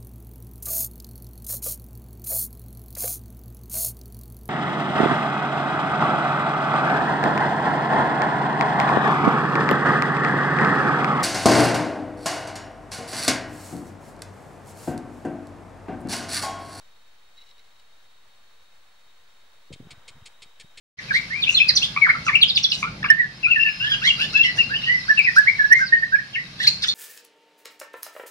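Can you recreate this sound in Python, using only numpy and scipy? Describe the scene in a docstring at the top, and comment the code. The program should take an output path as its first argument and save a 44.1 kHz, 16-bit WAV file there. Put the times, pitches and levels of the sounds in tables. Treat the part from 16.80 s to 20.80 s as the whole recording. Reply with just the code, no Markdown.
"""Faint, steady wind over open grassland, with the thin whirr and whine of a camera. Early on, its lens
motor scrapes briefly. Near three seconds the whirr shifts, soft bumps reach the microphone, and a prairie
dog starts seven short, evenly spaced barks: each is about a dozen sharp pulses that slow down and ring
its throat. A rush of air swells and sinks under the barks, and a thin second tone joins the last two."""
import sys
import numpy as np
from scipy import signal
from scipy.fft import rfft, irfft
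from scipy.io import wavfile

SR = 44100
rng = np.random.default_rng(int(sys.argv[2]) if len(sys.argv) > 2 else 0)


def inscribe(sig):
    """Save sig as 16-bit PCM at rate SR to the path in sys.argv[1].

    A 1-D sig is mono; a 2-D sig holds one channel per row.
    Samples are clipped to [-1, 1] before scaling.
    """
    pcm = np.round(np.clip(np.atleast_2d(sig).T, -1, 1) * 32767)
    wavfile.write(sys.argv[1], SR, pcm.astype(np.int16))


N = 176400


def amp(db):
    """Decibels to gain."""
    return 10 ** (np.asarray(db) / 20)


def unit(x):
    """Scales to an rms of one."""
    return x / np.sqrt(np.mean(x ** 2) + 1e-20)


def curve(points, hz):
    """Interpolates a spectrum table on a log-frequency axis."""
    point_hz, value = np.transpose(sorted(points))
    return np.interp(np.log(hz + 1), np.log(point_hz + 1), value)


def add(mix, start_s, sound):
    """Lays a sound into the mix."""
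    part = mix[round(start_s * SR):][:len(sound)]
    part += sound[:len(part)]


def noise(gain, likeness):
    """Stereo noise of a given spectrum and left-right likeness."""
    left, other = rfft(rng.standard_normal((2, N)))
    right = likeness * left + np.sqrt(1 - likeness ** 2) * other
    return unit(irfft(np.array([left, right]) * gain, N))


def bins():
    """Frequencies of the full-length spectrum."""
    return np.fft.rfftfreq(N, 1 / SR)


def hump(hz, width_hz):
    """Gain curve of a resonance."""
    return 1 / (1 + (2 * (bins() - hz) / width_hz) ** 2)


def pan(db):
    """Gains for a left-minus-right level."""
    return amp([[db / 2], [-db / 2]])


def wind(level_db=-60, waver_db=0.54):
    """A bed of distant air and hiss that wavers slightly."""
    # colour of the wind: freq_hz, relative_db
    colour = [(6, 14.5), (25, -3), (45, -3), (90, -4), (200, -10), (330, -12.5), (470, -5.5), (650, -6),
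              (950, -3.5), (1600, -4), (2600, -6.5), (3500, -11.5), (4800, -12), (7000, -15), (10000, -20),
              (15000, -25.5)]
    # stereo image: freq_hz, likeness (0 wide, 1 mono)
    image = [(60, 0.94), (130, 0.12), (300, 0.55), (640, 0.66), (1400, 0.26), (3100, 0.1), (7000, 0.11),
             (15000, 0)]
    waver = amp(waver_db * noise(hump(6, 29), likeness=0.96))
    return amp(level_db) * waver * noise(amp(curve(colour, bins())), curve(image, bins()))


def camera(shift_s=2.9, whine_hz=15700, whine_left_db=-91, whine_right_db=-77.5):
    """A steady whirr in narrow resonances, which shifts once, and a thin electronic whine."""
    # whirr resonances: centre_hz, width_hz, level_db, pan_db, shift_db
    resonances = [(3120, 290, -78.5, 13, 4), (3450, 240, -83.5, -21, 0), (3755, 106, -69, 4, 3),
                  (3930, 240, -75, 4, 1.5), (4320, 240, -72.5, -1, -14)]
    t = np.arange(N) / SR
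    shifted = t > shift_s
    whirr = sum(amp(db + shift_db * shifted) * pan(pan_db) * noise(hump(hz, width_hz), likeness=0.74)
                for hz, width_hz, db, pan_db, shift_db in resonances)
    whine = np.sqrt(2) * np.sin(2 * np.pi * whine_hz * t)
    return whirr + amp([[whine_left_db], [whine_right_db]]) * whine


def lens_motor(decay_s=0.005, squeak_hz=3940, wander_hz=99.5, squeak_share=0.27, grains_per_s=1500):
    """Short scrapes that crackle, ring the lens barrel and partly catch in a wavering squeak."""
    # motor scrapes: start_s, length_s, level_db, relative_grit_db
    scrapes = [(0.566, 0.016, -55, -9), (0.578, 0.02, -54, -11), (0.599, 0.026, -52, -15),
               (0.624, 0.019, -59, -13), (0.652, 0.047, -59, -10), (0.688, 0.028, -60.5, -7),
               (0.708, .006, -50.5, -18), (0.7786, 0.0038, -47.5, -17), (0.792, 0.0043, -48, -17),
               (0.828, 0.034, -65.5, -19), (0.956, 0.011, -58.5, -11), (0.992, 0.016, -58, -6.5)]
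    # barrel resonances: centre_hz, width_hz, relative_db
    modes = [(2120, 110, -12), (2910, 310, -11.5), (3850, 170, -1), (4100, 650, -9), (5480, 140, -14.5)]
    push, grit = np.zeros((2, N))
    for start_s, length_s, level_db, grit_db in scrapes:
        stroke = amp(level_db) * signal.windows.tukey(int(length_s * SR), .3)
        add(push, start_s, stroke)
        add(grit, start_s, amp(grit_db) * stroke)
    pole = np.exp(-1 / (decay_s * SR))
    envelope = signal.lfilter([1 - pole], [1, -pole], push)
    barrel = unit(sum(amp(db) * noise(hump(hz, width_hz), likeness=0.97) for hz, width_hz, db in modes))
    pitch_hz = squeak_hz + wander_hz * noise(hump(59, 280), likeness=1)[0]
    squeak = unit(np.sin(2 * np.pi * np.cumsum(pitch_hz) / SR))
    body = np.sqrt(1 - squeak_share) * barrel + np.sqrt(squeak_share) * squeak
    grains = rng.standard_normal((2, N)) * (rng.random(N) < grains_per_s / SR)
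    crackle = unit(irfft(rfft(grains) * hump(hz=4400, width_hz=7000), N))
    roughness = amp(db=1.2 * noise(hump(150, 300), likeness=1))
    return pan(db=1.0) * roughness * (envelope * body + grit * crackle)


def dull_noise(cutoff_hz, spread=0.69):
    """A short stretch of low-passed noise, partly alike in both channels."""
    lowpass = signal.butter(4, cutoff_hz, fs=SR, output="sos")
    shared, *sides = signal.sosfilt(lowpass, rng.standard_normal((3, SR // 10)))
    return unit(shared + spread * np.array(sides))


def bumps(lead_s=.03, width_cycles=0.35, knock_s=0.0034):
    """Each microphone bump is a low, fluttering push and pull with a crackly knock at its height."""
    # bumps: peak_s, level_db, pitch_hz, relative_knock_db
    hits = [(2.9071, -45, 400, 1.5), (2.9187, -36.5, 152, -4), (2.937, -39.5, 112, -10.5),
            (2.96, -45, 135, -7), (3.0038, -36, 215, -15), (3.012, -39.5, 125, -18), (3.028, -41, 135, -15),
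            (3.038, -54, 220, 2), (3.053, -43.5, 167, -17), (3.061, -44, 170, -17),
            (3.072, -39, 175, -15.5), (3.12, -43.5, 121, -34), (3.133, -46.5, 100, -25),
            (3.18, -49, 103, -28), (3.31, -53, 104, -25), (3.355, -48, 98, -28), (3.369, -48, 130, -15),
            (3.383, -52, 130, -24), (3.424, -43.5, 91, -30), (3.661, -57, 163, -25),
            (3.8473, -44.5, 143, -25)]
    t = np.arange(SR // 10) / SR - lead_s
    mix = np.zeros((2, N))
    for peak_s, level_db, pitch_hz, knock_db in hits:
        flutter = 0.36 * dull_noise(cutoff_hz=2.23 * pitch_hz)
        swing = (flutter - np.sin(2 * np.pi * pitch_hz * t)) / np.cosh(pitch_hz * t / width_cycles)
        knock = amp(knock_db) * np.exp(-(t / knock_s) ** 2) * dull_noise(cutoff_hz=544)
        for channel, sound in zip(mix, amp(level_db) * (swing + knock)):
            add(channel, peak_s - lead_s, sound)
    return mix


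def bark(level_db, pitch_hz, sag_hz_per_s, treble_db, length_s=.026, attack_s=0.00074, hold_s=0.011):
    """A burst of pulses that slows, fades and dulls as the mouth shuts, with a little rasp."""
    fade_db_per_s, dulling_db_per_s = 702, 110
    jitter_s, shimmer_db, rasp_db, max_pulses = .00002, -1.5, -29, 20
    t = np.arange(int(length_s * SR)) / SR
    effort = amp(level_db - 4 * np.exp(-t / attack_s) - fade_db_per_s * np.maximum(t - hold_s, 0))
    cycles = np.cumsum(pitch_hz - sag_hz_per_s * t) / SR
    jitter, shimmer = rng.standard_normal((2, max_pulses))
    pulse_s = np.interp(np.arange(max_pulses), cycles, t, right=1) + jitter_s * abs(jitter)
    pulses = amp(shimmer_db * shimmer) @ np.sinc((t - pulse_s[:, None]) * SR)
    rasp = amp(rasp_db) * rng.standard_normal(SR // 10)[:len(t)]
    drive = effort * (pulses + rasp)
    treble = np.convolve(drive, signal.firwin(31, cutoff=5500, pass_zero=False, fs=SR), "same")
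    treble_gain = amp(treble_db - dulling_db_per_s * (t - hold_s))
    return drive + treble * (treble_gain - 1)


def throat(mouth, size=2048):
    """The answer to one pulse: a sharp snap and a few short rings, all tuned by the set of the mouth."""
    # colour of the snap: freq_hz, relative_db
    colour = [(150, -2), (450, -11), (800, -19), (1400, -20), (1850, -16.5), (2200, 3.5), (2850, -3.5),
              (3250, -0.5), (3750, -0.5), (4300, 0), (4900, -6), (5500, -6.5), (6050, -17.5), (6750, -6.5),
              (8000, -6.5), (9200, -11.5), (10200, -17), (11200, -19.5), (12200, -33), (16000, -54.5)]
    # resonances that ring on between pulses: freq_hz, t60_s, relative_db
    rings = [(2200, .016, -48), (3210, 0.024, -25.5), (4130, .014, -30), (7900, .008, -35)]
    tuned = [(hz * mouth, db) for hz, db in colour]
    log_gain = np.log(amp(curve(tuned, abs(np.fft.fftfreq(size, 1 / SR)))))
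    snap = np.fft.ifft(np.exp(np.conj(signal.hilbert(log_gain)))).real  # minimum phase: a hard attack
    t = np.arange(size) / SR
    ringing = sum(amp(db - 60 * t / t60_s) * np.cos(2 * np.pi * hz * mouth * t) for hz, t60_s, db in rings)
    return snap / abs(snap).max() + ringing


def echoes(sound, t60_s, gap_s=.0004):
    """Diffuse stereo reflections that die away."""
    t = np.arange(SR // 2) / SR
    tail = rng.standard_normal((2, len(t))) * amp(-60 * t / t60_s) * (t > gap_s)
    tail /= np.linalg.norm(tail, axis=1, keepdims=True)
    return signal.fftconvolve(sound[None], tail, axes=1)[:, :N]


def prairie_dog(puff_s=0.0039, puff_db=-24):
    """A puff of air and then pulses ring the throat; nearby ground and the open field scatter them."""
    # barks: start_s, drive_db, pitch_hz, sag_hz_per_s, treble_db, mouth (throat tuning ratio)
    barks = [(2.9274, -32.5, 553, 8430, 0, .985), (3.107, -31.5, 568, 10550, -2, 1.003),
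             (3.28, -31.5, 559, 8960, 1, 0.998), (3.4579, -33, 549, 9000, 2.5, 0.99),
             (3.6216, -32.5, 542, 8740, -0.5, 0.996), (3.7991, -33, 548.6, 9000, 0.5, 1.01),
             (3.9746, -31, 545.5, 9450, -1.5, 1)]
    # second tone under the last two barks: start_s, length_s, level_db
    overtones = [(3.786, .048, -57.5), (3.957, .048, -58.5)]
    voice = np.zeros(N)
    rise = np.linspace(0, 1, int(puff_s * SR))
    for start_s, drive_db, pitch_hz, sag_hz_per_s, treble_db, mouth in barks:
        puff = amp(drive_db + puff_db) * rise * rng.standard_normal(SR // 10)[:len(rise)]
        drive = np.concatenate([puff, bark(drive_db, pitch_hz, sag_hz_per_s, treble_db)])
        add(voice, start_s - puff_s, signal.fftconvolve(drive, throat(mouth)))
    for start_s, length_s, level_db in overtones:
        add(voice, start_s, overtone(length_s, level_db))
    ground = amp(-18) * echoes(voice, t60_s=.025)
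    field = amp(-14) * echoes(voice, t60_s=0.4)
    return voice * pan(db=0.37) + ground + field


def air_rush(start_s=3.02, rise_s=0.079, fall_s=0.76, level_db=-59):
    """One soft rush of air that swells quickly and sinks slowly."""
    swell = np.interp(np.arange(N) / SR, start_s + np.cumsum([0, rise_s, fall_s]), [0, 1, 0])
    return amp(level_db) * swell * noise(hump(hz=1150, width_hz=1600), likeness=0.98)


def overtone(length_s, level_db, low_hz=1540, top_hz=1840):
    """A thin second tone in the voice that arches up and down under a bark."""
    arch = np.sin(np.linspace(0, np.pi, int(length_s * SR)))
    pitch_hz = low_hz + (top_hz - low_hz) * arch
    return amp(level_db) * np.sqrt(abs(arch)) * np.sin(2 * np.pi * np.cumsum(pitch_hz) / SR)


def scene():
    """All sources at the microphone."""
    return prairie_dog() + wind() + air_rush() + camera() + lens_motor() + bumps()


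def record(dry, cutoff_hz=15850, dc_offset=-.0029):
    """A steep high cut and a small constant offset."""
    lowpass = signal.firwin(1023, cutoff_hz, window=("kaiser", 8), fs=SR)
    return dc_offset + signal.oaconvolve(dry, lowpass[None], "same")


dry = scene()
out = record(dry)
inscribe(out)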